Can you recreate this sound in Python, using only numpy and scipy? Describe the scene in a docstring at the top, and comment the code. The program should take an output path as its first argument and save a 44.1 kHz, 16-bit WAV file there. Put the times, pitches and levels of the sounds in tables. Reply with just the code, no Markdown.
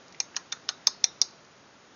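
"""A garden lawn in quiet outdoor air: seven sharp, chirping clicks close by, about six a second,
most likely tongue clicks to call animals; the last three are louder. Faint ticks come as the contact
begins to give, then each release pings a small cavity and crackles in the larger ones behind it,
some with a low plop. Nearby surfaces throw each click back at once, and the garden adds a short,
bright tail."""
import sys
import numpy as np
from scipy import signal
from scipy.fft import rfft, irfft
from scipy.io import wavfile

SR = 44100
rng = np.random.default_rng(int(sys.argv[2]) if len(sys.argv) > 2 else 0)


def wav_out(sig):
    """Save sig, one row per channel (or a flat mono array), as 16-bit PCM at SR to the path in sys.argv[1]."""
    wavfile.write(sys.argv[1], SR, np.round(np.clip(np.atleast_2d(sig).T, -1, 1) * 32767).astype(np.int16))


N = 85995
TIME = np.arange(N) / SR
TIME_MS = 1000 * TIME


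def undb(db):
    """Decibels to gain."""
    return 10 ** (np.asarray(db) / 20)


def rms(x):
    """Average signal strength."""
    return np.sqrt(np.mean(x ** 2))


def delay(x, seconds):
    """The same sound, later."""
    return np.concatenate([np.zeros(round(seconds * SR)), x])[:N]


def band_noise(low_hz, high_hz):
    """Noise of rms 1 between two frequencies."""
    band = signal.butter(3, [low_hz, high_hz], "band", fs=SR, output="sos")
    noise = signal.sosfilt(band, rng.standard_normal(2 * N))[N:]
    return noise / rms(noise)


def low_pass(x, hz):
    """A steep treble cut."""
    return signal.sosfilt(signal.ellip(10, .2, 70, hz, fs=SR, output="sos"), x)


# Tone of the outdoor air (frequency [Hz], relative level [dB])
AIR_SPECTRUM = [(25, -32), (60, -19.5), (130, -6.5), (250, -6), (450, -6.5), (800, -9.5), (1400, -9.5),
                (2200, -15), (4000, -18), (6800, -17.5)]
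# Fader ride on the air (time [s], level [dB])
AIR_FADE = [(0, -51), (1.1, -50.8), (1.45, -52.8), (1.95, -52.8)]
def outdoor_air():
    """A quiet, dull bed of air that eases off a little."""
    hz, db = np.array(AIR_SPECTRUM).T
    bins_hz = np.maximum(np.arange(N // 2 + 1) * SR / N, 1)
    tone = undb(np.interp(np.log(bins_hz), np.log(hz), db))
    bed = irfft(rfft(rng.standard_normal(N)) * tone, N)
    fade = undb(np.interp(TIME, *np.array(AIR_FADE).T))
    return bed / rms(bed) * fade


def crackle(low_hz, high_hz, decay_ms, attack_ms=0.3):
    """A burst of noise that rises at once and dies within milliseconds."""
    attack = 1 - np.exp(-TIME_MS / attack_ms)
    envelope = attack * np.exp(-np.minimum(TIME_MS / decay_ms, 20))
    burst = envelope * band_noise(low_hz, high_hz)
    return burst / rms(burst) * rms(envelope)


# Faint ticks around the clicks (time [s], band centre [Hz], level [dB])
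CONTACT_TICKS = [(0.081, 5500, -43), (0.1239, 5000, -41), (0.146, 2130, -40), (0.149, 5330, -47.5),
                 (0.346, 1940, -38.5), (0.3585, 4280, -32.5), (0.5198, 3670, -29), (0.6852, 4060, -33),
                 (1.448, 5800, -46)]
def contact_ticks(spread=1.35):
    """Tiny crackles as the contact begins to give."""
    return sum(undb(db) * delay(crackle(hz / spread, hz * spread, decay_ms=2.0), start)
               for start, hz, db in CONTACT_TICKS)


def ping(hz, length_ms):
    """A few cycles of a small air pocket that swell and die."""
    age = 2 * TIME_MS / length_ms  # 1 at the peak
    envelope = age ** 2 * np.exp(2 * (1 - age))
    return envelope * np.sin(2 * np.pi * hz * TIME)


# Low body under some clicks (time [s], pitch [Hz], level [dB])
HOLLOW_PLOPS = [(0.2015, 777, -43), (0.6935, 755, -37), (0.699, 1274, -42), (0.8795, 1026, -36),
                (1.0415, 703, -36)]
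def hollow_plops():
    """Soft, low plops as the hollow opens."""
    return sum(undb(db) * delay(ping(hz, length_ms=6.8), start) for start, hz, db in HOLLOW_PLOPS)


def release_snap(start, hz, db, lead_ms=1.071):
    """A short snap just ahead of the main ping."""
    return undb(db) * delay(ping(hz, length_ms=0.55), start - lead_ms / 1000)


def air_leak(start, fade_ms=1.4):
    """A tiny leak hisses up into the release and dies just after it."""
    ms_away = 1000 * abs(TIME - start)
    return np.exp(-ms_away / fade_ms) * band_noise(3400, 7500)


# Crackle of the hollow, middle, upper and bright cavities (bandwidth [Hz], decay [ms])
CAVITY_CRACKLES = [(1026, 5.77), (990, 2.8), (970, 4.4), (1760, 2.24)]
def cavity_crackle(cavities):
    """Wet crackle: one noise band for each cavity's (centre [Hz], level [dB])."""
    return sum(undb(db) * crackle(hz - width / 2, hz + width / 2, decay_ms)
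               for (hz, db), (width, decay_ms) in zip(cavities, CAVITY_CRACKLES))


def ring(hz, decay_ms, attack_ms=0.35):
    """One cavity resonance that builds quickly and dies away."""
    envelope = (1 - np.exp(-TIME_MS / attack_ms)) ** 2 * np.exp(-TIME_MS / decay_ms)
    return envelope * np.sin(2 * np.pi * hz * TIME)


# Low, mid and high resonances shared by all clicks (pitch [Hz], decay [ms])
CAVITY_RINGS = [(3590, 6.5), (4240, 6.7), (6280, 5.1)]
def cavity_ringing(middle_hz, middle_db, rings_db):
    """The middle cavity rings briefly at its own pitch, along with the three shared resonances."""
    middle = undb(middle_db - 0.5) * ring(middle_hz, decay_ms=4.3)
    shared = sum(undb(db) * ring(hz, decay_ms) for (hz, decay_ms), db in zip(CAVITY_RINGS, rings_db))
    return middle + shared


# One release a row (time [s], ping pitch [Hz], ping level [dB], ping length [ms], snap level [dB],
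# hollow centre [Hz], hollow level [dB], middle centre [Hz], middle level [dB], upper centre [Hz],
# upper level [dB], bright level [dB], low ring [dB], mid ring [dB], high ring [dB])
TONGUE_CLICKS = [ (0.2026, 5850, -10.5, 0.74, -8, 880, -41, 2395, -29.5, 4330, -40.5, -20.5, -42, -29.5, -47),
                 (0.3656, 5650, -11, 0.72, -14.5, 1343, -30.5, 2974, -27, 4170, -38.5, -31.5, -56, -31, -24),
                 (0.5235, 5600, -17.5, 1.0, -35, 1423, -30.5, 2290, -30.5, 3770, -32.5, -18.5, -23, -35.5, -30),
                 (0.6896, 5200, -14.5, 0.89, -31, 1240, -28.5, 2974, -25.5, 3810, -27.5, -19, -40, -25.5, -22.5),
                 (0.8707, 5200, 0.5, 1.07, -39, 1077, -30, 2440, -31, 4040, -21, -11, -18, -34, -12.5),
                 (1.0410, 5750, -2, 1.7, -44.5, 910, -38.5, 2350, -25, 3900, -21.5, -12.5, -20, -23, -15),
                 (1.2163, 5620, 0.3, 0.85, -3.5, 800, -37, 2150, -36, 4400, -21, -15, -23, -25, -24), ]
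def tongue_clicks(bright_hz=5760, leak_offset_db=-14.5):
    """Each release snaps, leaks, pings and crackles; returns two stems, sharp bursts and ringing."""
    bursts, ringing = np.zeros((2, N))
    for (start, ping_hz, ping_db, length_ms, snap_db, hollow_hz, hollow_db,
         middle_hz, middle_db, upper_hz, upper_db, bright_db, *rings_db) in TONGUE_CLICKS:
        cavities = [(hollow_hz, hollow_db), (middle_hz, middle_db),
                    (upper_hz, upper_db), (bright_hz, bright_db)]
        chirp = undb(ping_db) * ping(ping_hz, length_ms)
        bursts += release_snap(start, ping_hz, snap_db)
        bursts += delay(chirp + cavity_crackle(cavities), start)
        bursts += undb(bright_db + leak_offset_db) * air_leak(start)
        ringing += delay(cavity_ringing(middle_hz, middle_db, rings_db), start)
    return bursts, ringing


# Early reflections (delay [ms], level [dB])
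NEAR_SURFACES = [(1.9, -50), (4.9, -14.5), (6.3, -23)]
def near_reflections(direct):
    """Hard surfaces close by throw the sound straight back."""
    return sum(undb(db) * delay(direct, ms / 1000) for ms, db in NEAR_SURFACES)


# Bands of the garden's reverb (low edge [Hz], high edge [Hz], level [dB], time to fall 60 dB [s])
GARDEN_BANDS = [(3370, 7100, -17, 0.15), (3550, 4640, -14, 0.36), (4700, 6500, -29, 0.54),
                (6360, 7500, -13, 0.22), (600, 2100, -8, 0.23)]
def garden_tail(bursts):
    """Sharp bursts scatter from walls and bushes into a short, bright tail."""
    response = np.zeros(N)
    for low_hz, high_hz, db, t60 in GARDEN_BANDS:
        tail = band_noise(low_hz, high_hz) * undb(-60 * TIME / t60)
        band_share = 2 * (high_hz - low_hz) / SR
        tail *= np.sqrt(band_share / np.sum(tail ** 2))  # about unity gain inside the band
        response += undb(db) * tail
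    return signal.fftconvolve(bursts, response)[:N]


def scene():
    """Clicks, plops and ticks with their reflections and garden tail, over the air, in mono."""
    bursts, ringing = tongue_clicks()
    bursts += hollow_plops() + contact_ticks()
    direct = bursts + ringing
    mix = direct + near_reflections(direct) + garden_tail(bursts) + outdoor_air()
    return mix[None]


def record(dry, band_hz=6850, ceiling=0.78):
    """A narrow-band microphone channel: the loudest clicks just touch its ceiling; the top is soft."""
    clipped = np.clip(low_pass(dry, band_hz), -ceiling, ceiling)
    gentle_rolloff = signal.butter(1, 11250, fs=SR, output="sos")
    softened = signal.sosfilt(gentle_rolloff, clipped)
    return low_pass(softened, hz=16900)


dry = scene()
out = record(dry)
wav_out(out)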